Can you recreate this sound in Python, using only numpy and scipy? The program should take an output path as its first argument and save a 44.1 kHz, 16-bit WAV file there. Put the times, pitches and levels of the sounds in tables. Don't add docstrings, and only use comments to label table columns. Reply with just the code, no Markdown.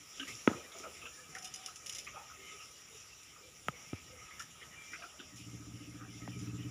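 import sys
import numpy as np
from scipy import signal
from scipy.fft import rfft, irfft
from scipy.io import wavfile
from scipy.ndimage import uniform_filter1d

SR = 44100
rng = np.random.default_rng(int(sys.argv[2]) if len(sys.argv) > 2 else 0)


def dump_mix(stems):
    frames = np.atleast_2d(stems).T
    limited = np.clip(frames, -1, 1)
    pcm = np.round(limited * 32767).astype(np.int16)
    wavfile.write(sys.argv[1], SR, pcm)


def elevation(decibels):
    levels = np.asarray(decibels, float)
    return 10 ** (levels / 20)


N = 295470
T = np.arange(SR // 3) / SR


def curve(table):
    s, *columns = np.transpose(table)
    return [np.interp(np.arange(N) / SR, s, c) for c in columns]


def unit(x):
    return x / np.sqrt(np.mean(x ** 2))


def band(x, hz, width):
    return signal.lfilter(*signal.iirpeak(hz, hz / width, fs=SR), x)


def colour(x, spectrum):
    hz, db = np.transpose(spectrum)
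    f = np.fft.rfftfreq(len(x), 1 / SR) + 1
    gain = elevation(np.interp(np.log(f), np.log(hz), db, left=-90, right=-90))
    return irfft(rfft(x) * gain, len(x))


def walk(rate):
    k = int(SR / rate)
    held = np.repeat(rng.standard_normal(N // k + 1), k)
    return uniform_filter1d(uniform_filter1d(held, k), k)[:N]


def add(out, s, x):
    i = int(s * SR)
    out[i:i + len(x)] += x[:len(out) - i]


def fade(t60, rise):
    return (1 - np.exp(-T / rise)) * 1000. ** (-T / max(t60, 1e-3))


def ring(modes, rise):
    return sum(elevation(db) * fade(t60, rise) * np.sin(2 * np.pi * hz * T) for hz, db, t60 in modes)


def grit(hz, width, rough_db=0.5):
    rough = elevation(rough_db * np.repeat(rng.exponential(size=len(T) // 60 + 1), 60)[:len(T)])
    return unit(band(band(rng.standard_normal(len(T)) * rough, hz, width), hz, 3 * width))


# frequency in Hz, density in dB per Hz.
AIR_BASS = [(12, -59), (20, -41), (27, -20), (76, 3.5), (107, -3.5), (143, -1.5), (241, -7.5), (438, -7.5),
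            (557, -10), (1030, -15), (1240, -6.5), (1390, -11), (1700, -12), (2210, -44), (3740, -120)]
AIR_TREBLE = [(1000, -49), (1700, -27), (1800, -11), (2850, -6.5), (3670, -11), (4380, -17.5), (5760, 0.5),
              (6200, -9.5), (7210, -3.5), (8140, -22), (9370, -13), (11300, -18), (13500, -24.5),
              (14800, -21.5), (16000, -21)]
# frequency in Hz, width in Hz, level in dB.
RUSTLE = [(1910, 120, 0), (2120, 125, 1.5), (2355, 36, 2.5), (2620, 185, 3), (2880, 200, 1.5),
          (3570, 170, -7.5)]
# time in seconds, level above rest in dB.
STIR = [(0.0, -7.5), (0.24, 6.5), (0.43, 0), (0.54, 7.5), (0.72, 1), (1.08, -2.5), (1.53, 2.5), (1.73, -2),
        (1.94, 4.5), (2.2, -1), (2.5, 5), (2.76, -2.5), (3.71, -4), (3.86, 3.5), (4.2, 0), (4.87, 4.5),
        (5.09, -1), (5.6, -0.5), (6.3, 1.5), (6.7, 3.5)]
# time in seconds, level in dB.
TRAFFIC = [(0.0, -72), (0.17, -73.5), (0.41, -69), (0.82, -72), (1.52, -70.5), (1.8, -71), (2.1, -67.5),
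           (2.75, -72), (3.68, -70.5), (4.06, -68.5), (4.96, -71), (5.25, -70.5)]
BASS_DB, TREBLE_DB, RUSTLE_DB, RUMBLE_DB = -65.5, -54.5, -65.5, 3
BASS_PER_STIR, TREBLE_PER_STIR, RUSTLE_PER_STIR = 0.29, 0.26, 1.43
TREBLE_SAG_DB_PER_S, TREBLE_GUST_DB = -0.775, 0.8
FENCE_HUM_S, FENCE_HUM_DB, FENCE_HUM_FADE_S = 0.49, 6, 0.78
ENGINE_RUMBLE_DB = 6.5
CASING_NOTE_HZ, CASING_NOTE_WIDTH_HZ, CASING_NOTE_DB = 1270, 23, -71
NOTE_FLUTTER_DB, NOTE_FLUTTER_HZ = 4, 45


def air():
    t, stir = np.arange(N) / SR, curve(STIR)[0]
    hum_db = FENCE_HUM_DB * np.exp(-np.abs(t - FENCE_HUM_S) / FENCE_HUM_FADE_S) * (t > FENCE_HUM_S)
    bass_db = BASS_DB + BASS_PER_STIR * stir + hum_db
    treble_db = TREBLE_DB + TREBLE_PER_STIR * stir + TREBLE_SAG_DB_PER_S * t + TREBLE_GUST_DB * walk(6.7)
    rumble_db = RUMBLE_DB + curve(TRAFFIC)[0] + ENGINE_RUMBLE_DB * (t > FIRING[0][0])

    low = [elevation(4.7 * walk(12)) * band(rng.standard_normal(N), hz, 0.55 * hz)
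           for hz in (40, 70, 115, 190, 310, 480, 720, 1000, 1260, 1550)]
    rumble = unit(colour(sum(low[:4]), AIR_BASS))
    bass = unit(colour(sum(low[4:]), AIR_BASS))
    high = [elevation(4.47 * walk(24)) * unit(band(rng.standard_normal(N), hz, 570))
            for hz in range(1600, 16000, 600)]
    treble = unit(colour(sum(high), AIR_TREBLE))

    grains = rng.standard_normal(N) * elevation(1.2 * uniform_filter1d(rng.exponential(size=N), size=40))
    leaves = unit(sum(elevation(db + 6.2 * walk(30)) * unit(band(band(grains, hz, w), hz, 2 * w))
                      for hz, w, db in RUSTLE))
    note = unit(band(band(grains, CASING_NOTE_HZ, CASING_NOTE_WIDTH_HZ), CASING_NOTE_HZ, 110))
    note_db = CASING_NOTE_DB + stir + NOTE_FLUTTER_DB * walk(NOTE_FLUTTER_HZ)

    hiss = elevation(bass_db) * bass + elevation(treble_db) * treble + elevation(note_db) * note
    return hiss + elevation(rumble_db) * rumble + elevation(RUSTLE_DB + RUSTLE_PER_STIR * stir) * leaves


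# start in seconds, length in seconds, note in Hz, level in dB.
SCRAPES = [(0.185, 0.082, 281, -52.5), (0.29, .08, 115, -58), (0.49, 0.093, 301, -52),
           (0.52, .13, 2450, -60), (0.56, 0.058, 3000, -62), (0.629, 0.28, 1277, -62),
           (2.309, .26, 2120, -61), (2.424, 0.14, 2970, -61), (2.497, .06, 3500, -64),
           (2.898, .11, 3700, -67), (3.093, .06, 2700, -60.5), (3.271, 0.064, 3100, -63),
           (3.28, 0.085, 2150, -65), (4.15, 0.081, 2150, -61), (4.21, .04, 1260, -59),
           (4.236, .06, 2600, -58.5), (4.531, .05, 3200, -63), (4.7, .06, 1920, -61),
           (4.791, .09, 3300, -65), (4.801, .06, 2330, -62), (5.02, 0.031, 2450, -56),
           (5.128, .06, 621, -65.5), (5.36, .08, 2500, -67), (5.382, 0.095, 2850, -62),
           (5.74, 0.04, 2900, -62), (6.075, 0.082, 2950, -68), (6.183, 0.15, 1900, -64),
           (6.2, .06, 2300, -67), (6.277, .11, 2970, -62), (6.287, .09, 2350, -64),
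           (6.297, 0.054, 2640, -64), (6.56, .07, 2800, -64), (6.577, 0.046, 1950, -62)]
SCRAPE_WIDTH = 0.053


def scrapes():
    out = np.zeros(N)
    for s, length, hz, db in SCRAPES:
        n = min(int(length * SR), len(T))
        add(out, s, elevation(db) * np.sqrt(np.hanning(n)) * grit(hz, SCRAPE_WIDTH * hz)[-n:])
    return out


SCUFF_TOP_HZ = 3800


def shade(x):
    return signal.sosfilt(signal.butter(4, SCUFF_TOP_HZ, fs=SR, output="sos"), x)


# start in seconds, peak in dB, low note in Hz, high note in Hz,
# high note above low in dB.
TAPS = [(0.196, -37, 1594, 2950, -0.5), (0.7173, -54, 1280, 3570, 6), (0.836, -40.5, 1350, 2370, -10),
        (1.054, -45.5, 1350, 2670, 2.5), (1.351, -45.5, 1350, 1860, 4.5), (2.0674, -50, 1830, 2230, 7),
        (2.072, -46, 1180, 2250, -2), (2.299, -42.5, 1280, 2400, -23), (3.36, -48, 1260, 2490, -10),
        (4.399, -44, 1330, 1720, -1), (4.931, -40.5, 1460, 2010, -2), (5.021, -38, 1360, 2430, -13),
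        (5.1922, -52, 1600, 3170, 3)]
# start in seconds, peak in dB, leaf note in Hz, leaf note above the
# casing note in dB, t60 in seconds.
SCUFFS = [(0.2732, -43.5, 2230, 8.5, 0.15), (0.302, -54.5, 2210, 18.5, 0.092),
          (0.528, -33, 2420, -20, 0.11), (0.721, -54, 2300, 1, 0.51), (0.826, -46, 2500, -2.5, 0.3),
          (0.86, -50, 1900, -15, 0.27), (1.017, -47.5, 2620, 7, 0.19), (1.679, -42, 2900, -5, 0.16),
          (2.1341, -43.5, 3280, -12, 0.29), (2.16, -39.5, 2490, -8, 0.23), (2.4094, -56, 2290, -10, 0.29),
          (2.4796, -56, 2150, 6, 0.3), (2.601, -45.5, 2700, 2.5, 0.22), (3.7287, -64, 2150, 12, 0.84),
          (3.95, -63.5, 2360, 14, 0.34), (4.1791, -57, 2120, 3, 0.81), (4.307, -63.5, 2120, 19, 0.21),
          (4.385, -50, 1750, 3, 0.16), (4.615, -53, 1900, 7.5, 0.17), (4.732, -57, 1910, 7, 0.14),
          (5.058, -50, 2400, -12, 0.11), (5.082, -47, 2400, -12, 0.083), (5.193, -50, 3450, 6, 0.15),
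          (6.002, -43, 1860, -16, 0.19)]
CHATTER = [(0.1979, -36, 1600, 3210, 2.5), (0.229, -45, 1266, 2750, 4), (0.846, -57, 1430, 2340, -4),
           (1.055, -46, 1250, 2680, 5), (1.063, -45, 1540, 3100, 2), (1.3518, -42, 1850, 2270, -6),
           (1.3565, -45, 1900, 2250, -1), (1.367, -45, 1480, 2000, -1), (2.0679, -45, 1920, 2500, -1),
           (2.0733, -44, 1820, 2410, 5), (4.3998, -41.5, 1374, 1750, -2), (4.414, -47, 1340, 1690, -7),
           (4.616, -51, 1730, 2400, -3), (4.628, -46, 2060, 3100, -3), (4.9346, -44.5, 1540, 2340, 6),
           (4.9403, -44.5, 1470, 2060, 0), (4.9458, -44, 1490, 2460, -3), (4.958, -46, 1290, 2430, -1),
           (5.027, -42, 1376, 2420, -8), (5.0395, -41, 1380, 2530, -9), (5.1925, -55, 1540, 3000, 3),
           (5.2003, -49, 1480, 2840, 3.5), (5.2125, -53, 1350, 3220, 2)]
SCUFF_HZ = 1260
TAP_T60_S, CHATTER_T60_S = 0.16, 0.053


def scuffs():
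    out = np.zeros(N)
    taps = [(*row, TAP_T60_S) for row in TAPS]
    steps = [(s, db, SCUFF_HZ, hz, note_db, t60) for s, db, hz, note_db, t60 in SCUFFS]
    chatter = [(*row, CHATTER_T60_S) for row in CHATTER]
    for table, rise, strike in ((taps, 0.002, 0.8), (steps, 0.01, 0), (chatter, 0.0009, 2.5)):
        for s, db, low_hz, high_hz, high_db, t60 in table:
            low = grit(low_hz, 0.09 * low_hz)
            high = grit(high_hz, 0.086 * high_hz) + 0.7 * grit(high_hz, 0.2 * high_hz)
            notes = low + elevation(high_db) * high
            struck = strike * ring([(low_hz, 0, 0.03), (high_hz, high_db, 0.02)], rise)
            add(out, s - rise / 2, elevation(db - 5.5) * (notes * fade(t60, rise) + struck))
    return shade(out)


# start in seconds, peak in dB, note in Hz, t60 in seconds.
THUMPS = [(0.198, -47.5, 270, 0.35), (0.29, -51, 410, 0.17), (0.297, -54, 120, 0.26), (0.4, -65, 430, 0.35),
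          (0.488, -42, 328, 0.12), (0.503, -44, 1290, 0.1), (0.505, -44, 250, 0.12),
          (0.531, -46.5, 470, 0.59), (0.55, -51, 81, 0.39), (0.555, -41.5, 357, 0.22), (0.6, -56, 575, 0.2),
          (0.8, -51, 260, 0.17), (0.749, -52, 662, 0.32), (0.758, -53, 390, 0.27), (0.8, -52.5, 377, 0.55),
          (0.84, -45, 640, 0.26), (0.869, -43.5, 502, 0.19), (1.03, -50, 114, 0.15),
          (1.032, -49.5, 230, 0.12), (1.04, -50.5, 483, 0.2), (1.292, -49.5, 192, 0.12),
          (1.295, -53, 138, 0.2), (1.93, -55, 95, 0.38), (1.952, -59, 535, 0.53), (2.145, -52, 600, 0.2),
          (2.166, -40, 780, 0.14), (2.191, -48.5, 814, 0.39), (3.675, -40, 59.4, 0.2),
          (3.699, -55, 130, 0.089), (3.867, -54, 167, 0.23), (4.079, -51, 130, 0.16), (4.21, -50, 126, 0.2),
          (4.379, -51, 89, 0.17), (4.62, -56, 430, 0.27), (4.668, -51.5, 147, 0.23),
          (4.919, -56.5, 320, 0.33), (5.01, -56, 603, 0.13), (5.04, -57, 325, 0.32),
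          (5.192, -47.5, 265, 0.24)]


def thumps():
    out = np.zeros(N)
    for s, db, hz, t60 in THUMPS:
        rough = grit(hz, 0.36 * hz) * fade(t60, 0.0062)
        struck = 1.2 * ring([(hz, 0, 0.7 * t60)], 0.0023)
        add(out, max(s - 0.003, 0), elevation(db - 5.0) * (rough + struck))
    return shade(out)


# start in seconds, peak in dB, ring under the hiss in dB, t60 in seconds,
# strike above the hiss in dB.
TICKS = [(0.278, -41, -26, 0.46, -14), (0.784, -44, -30, 0.26, -6), (1.3502, -44, -23, 0.16, 4),
         (1.3844, -41, -30, 0.052, 0), (1.4241, -42.5, -35, 0.13, -5), (1.446, -37.5, -28, 0.07, 3),
         (1.454, -40.5, -12, 0.11, -1), (1.474, -44, -11, 0.061, 1), (1.5387, -36, -26, 0.075, -4),
         (1.543, -43, -26, 0.06, 3), (1.5596, -41.5, -14, 0.049, 7), (1.6614, -40, -12, 0.15, 7.5),
         (1.758, -43, -20, 0.11, 2), (1.8615, -38, -20, 0.17, 2), (1.895, -39.5, -12, 0.14, 7),
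         (1.925, -39.5, -24, 0.1, 3), (1.949, -38, -14, 0.19, 3), (1.9843, -38, -12.5, 0.16, 3.5),
         (2.045, -47, -29, 0.1, -2), (3.231, -49.5, -28, 0.11, -3), (4.3944, -41, -11, 0.24, -9),
         (4.918, -49, -32, 0.37, -15), (5.359, -47.5, -30, 0.71, -7), (6.3896, -49, -25, 0.19, -3)]
# frequency in Hz, level in dB,
# t60 in seconds.
METAL = [(2930, 3, .06), (3500, 1, .04), (2400, -4, .03)]
JINGLE = [(5150, -3.5, 0.18), (5300, -18, 0.032), (5830, 4, 0.042), (6570, 5, 0.026), (9080, -8, 0.1),
          (10350, -14, 0.024), (10940, -8, 0.046)]
STRIKE = [(3100, 1, 0.0076), (5400, -9, 0.0065), (6840, 0, 0.0066), (8850, -15, 0.0026),
          (10400, 0.5, 0.0054), (12600, -12, .004)]
STRIKE_T60_S, TAIL_RISE_S = 0.013, 0.003
SIZZLE_DB = -13.5


def detuned(modes):
    return [(hz * (1 + 0.0166 * rng.standard_normal()), db + 0.86 * rng.standard_normal(), t60)
            for hz, db, t60 in modes]


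def ticks():
    out = np.zeros(N)
    for s, db, ring_db, t60, strike_db in TICKS:
        hiss = unit(colour(grit(5000, 7200, rough_db=2.0), AIR_TREBLE))
        low, high, first = detuned(METAL), detuned(JINGLE), detuned(STRIKE)
        rings = elevation(ring_db + 11.0) * ring(low, 0.0033) + elevation(0.18 * strike_db - 2.0) * ring(high, 0.00056)
        edge = hiss * fade(STRIKE_T60_S, 0.00024) + elevation(-1.0) * ring(first, 0.0001)
        tail = (hiss + elevation(SIZZLE_DB) * grit(10000, 3500)) * fade(t60, TAIL_RISE_S)
        add(out, s, elevation(db - 6.0) * (elevation(strike_db) * edge + tail + rings))
    return out


# start in seconds, thud in Hz, thud in dB, casing or fence
# ring in dB, crack in dB.
BLOWS = [
    (0.47554, 223, -5.5, -6, 6),
         (0.47485, 900, -44, -60, -20), (0.479, 93, -29, -70, -70), (0.4995, 298, -27, -42, -45),
          (0.5133, 200, -24.5, -49, -55), (0.53, 183, -43, -53, -55), (.545, 112, -39, -64, -70),
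          (3.666, 162, -46, -74, -70), (3.6841, 350, -24, -26.5, -10), (3.6862, 136, -29.5, -68, -70),
          (3.9302, 87.4, -28.5, -76, -62), (3.932, 230, -27, -46, -53), (6.2772, 690, -24.5, -55, -16.5),
          (6.2785, 370, -39, -56, -70), (6.2823, 130, -33, -68, -66)]
# frequency in Hz, level in dB, t60 in seconds.
FENCE = [(1282, -25, .075), (961, -3, .008), (1791, 0, .005), (2906, -18, .0087), (3723, -15, .0043),
         (1287, 0, .0067), (3400, -27, .025)]
CASING = [(1260, 4.5, 0.025), (790, -2, 0.0068), (1030, 4, 0.008), (2210, 5.5, 0.006), (2650, 9, 0.0039),
          (3030, -11, 0.0066)]
# frequency in Hz, level in dB.
SNAP = [(2000, -14), (3200, -3), (3850, -24), (5700, -3), (8000, -13), (10500, -8), (14000, -19),
        (16500, -18)]
SNAP_S, SNAP_DB = 3.6843, -34
FENCE_UNTIL_S = 1
THUD_CYCLES, LOOSE_BELOW_DB, LOOSE_CYCLES_PER_DB = 5.9, -48, 0.3
KNOCK_TOP_HZ = 3700


def knocks():
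    out = np.zeros(N)
    for s, hz, thud_db, ring_db, crack_db in BLOWS:
        t60 = (THUD_CYCLES + LOOSE_CYCLES_PER_DB * max(LOOSE_BELOW_DB - thud_db, 0)) / hz
        crack = -np.sin(2 * np.pi * 1500 * T) * fade(0.0013, 0.0002)
        turns = hz * T + 0.78 * (1 - np.exp(-hz * T / 0.25))
        thud = fade(t60, 0.0011) * np.sin(2 * np.pi * turns)
        thud += elevation(-34) * grit(530, 1200) * fade(9 * t60, 0.0027)
        body = ring(FENCE if s < FENCE_UNTIL_S else CASING, 0.00026)
        add(out, s, elevation(crack_db) * crack + elevation(ring_db) * body + elevation(thud_db) * thud)
    out = signal.sosfilt(signal.butter(6, KNOCK_TOP_HZ, fs=SR, output="sos"), out)
    edge = np.zeros(N)
    add(edge, SNAP_S - 0.0002, rng.standard_normal(len(T)) * fade(0.007, 0.0004))
    edge = colour(edge, SNAP)
    return out + elevation(SNAP_DB) * edge / edge.max()


# start in seconds, length in seconds, first pitch in Hz, level in dB.
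COOS = [(1.101, 0.15, 1760, -67.5), (1.16, 0.1, 514, -72), (1.3, 0.23, 755, -64.5), (1.34, 0.063, 500, -69),
        (1.518, 0.23, 761, -69), (2.352, 0.13, 395, -71), (2.507, 0.081, 403, -70), (2.883, 0.12, 452, -70),
        (3.421, 0.1, 512, -70), (3.71, 0.062, 500, -67.5), (4.07, 0.15, 514, -67),
        (4.958, 0.15, 697, -66.5), (5.149, 0.24, 618, -78), (5.95, 0.1, 510, -76), (6.0, 0.1, 776, -76)]
COO_SAG = 0.027


def coos():
    out = np.zeros(N)
    for s, length, hz, db in COOS:
        n = int(length * SR)
        waver = 1 + 0.023 * unit(band(rng.standard_normal(n), 25.0, 26))
        phase = 2 * np.pi * np.cumsum(hz * np.linspace(1, 1 - COO_SAG, n) * waver) / SR
        blur = 1 + 0.51 * unit(band(rng.standard_normal(n), 13.0, 32))
        add(out, s, elevation(db + 8.5) * np.sqrt(np.hanning(n)) * blur * np.sin(phase))
    return out


# time in seconds, firings per second.
FIRING = [
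    (5.25, 14.55),
    (6.22, 14.55),
    (6.3, 15.5),
    (6.42, 16.5),
    (6.55, 17.2),
    (6.7, 17.4),
]
# time in seconds, boom in dB, bark above the boom in dB.
ENGINE = [(5.27, -70, 0), (5.32, -58.5, -5.5), (5.47, -54, -4), (5.55, -49, -5.5), (5.62, -56.5, 1),
          (5.75, -50.5, -6.5), (5.83, -59, 3.5), (5.9, -53.5, 0), (6.1, -53, -3), (6.24, -51.5, -3.5),
          (6.31, -48.5, -5.5), (6.38, -44, -11), (6.44, -44.5, -6), (6.55, -44.5, -6.5), (6.63, -46, -4),
          (6.7, -46.5, -1)]
# frequency in Hz, width in Hz, level in dB,
# lag in seconds.
BOOM = [(120, 11.4, -1, 0.0053), (104, 30, -1, 0.0028), (73.6, 23, -10, 0.0016)]
MIDDLE = [(179, 23, 6.5, 0.0067), (216, 11, -4, 0.0108), (234, 12, -8, 0.0101)]
BARK = [(277, 60, 5.9, 0.00388), (299.5, 32, 4, 0.01142)]
RASP = [(410, 25, 2, 0.012), (449, 48, -9, 0.022), (345, 42, -7, 0.0172)]
MIDDLE_DB = -5.5
RASP_DB, RASP_PER_BOOM, IDLE_BOOM_DB = -21.5, 0.37, -52
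FIRING_JITTER_S = 0.0005


def exhaust(x, hz, width):
    return band(band(band(x, hz, width), hz, 1.95 * width), hz, 3.1 * width)


def engine():
    running = np.arange(N) >= FIRING[0][0] * SR
    cycles = np.cumsum(curve(FIRING)[0] * running) / SR
    fired = np.flatnonzero(np.diff(np.floor(cycles)))
    boom_db, bark_db = curve(ENGINE)
    rasp_db = RASP_DB + RASP_PER_BOOM * (boom_db - IDLE_BOOM_DB)
    out = np.zeros(N)
    # modes, dB above the boom, share of gas noise
    for modes, db, gas in ((BOOM, 0, 0.003), (MIDDLE, MIDDLE_DB, 0.004),
                           (BARK, bark_db, 0.004), (RASP, rasp_db, 0.02)):
        size, late = rng.standard_normal((2, 64))[:, :len(fired)]
        flow = gas * rng.standard_normal(N) * np.exp(-(cycles % 1) / 0.4) * (cycles > 1)
        puffs = np.minimum(fired + (FIRING_JITTER_S * SR * late).astype(int), N - 1)
        flow[puffs] += elevation(0.5 * size)
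        part = sum(elevation(d) / w * exhaust(np.roll(flow, int(lag * SR)), hz, w) for hz, w, d, lag in modes)
        out += elevation(boom_db + db) * part / part[-SR:].std()
    return out


def scene():
    far = air()
    near = engine() + coos() + knocks() + ticks() + scuffs() + thumps() + scrapes()
    mono = far + signal.sosfilt(signal.butter(3, 70, "high", fs=SR, output="sos"), near)
    return np.array([mono, mono])


def band_limit(x):
    return signal.sosfilt(signal.butter(12, 16750, fs=SR, output="sos"), x)


# frequency in Hz, level in dB.
SIDE_COLOUR = [(20, -12), (110, -5.5), (300, 2), (700, 5), (1300, 7.5), (2400, -2), (4400, -6),
               (8000, -17.5), (15000, 5), (17000, 2)]
SIDE_BASS_DB, SIDE_TREBLE_DB = -84.5, -78.5


def record(dry):
    bass = elevation(SIDE_BASS_DB) * unit(colour(rng.standard_normal(N), AIR_BASS))
    treble = elevation(SIDE_TREBLE_DB) * unit(colour(rng.standard_normal(N), AIR_TREBLE))
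    side = colour(bass + treble, SIDE_COLOUR)
    top_cut = signal.ellip(8, 0.2, 30, 15500, fs=SR, output="sos")
    mix = signal.sosfilt(top_cut, dry + np.array([side, -side]))
    return band_limit(mix)


dry = scene()
out = record(dry)
dump_mix(out)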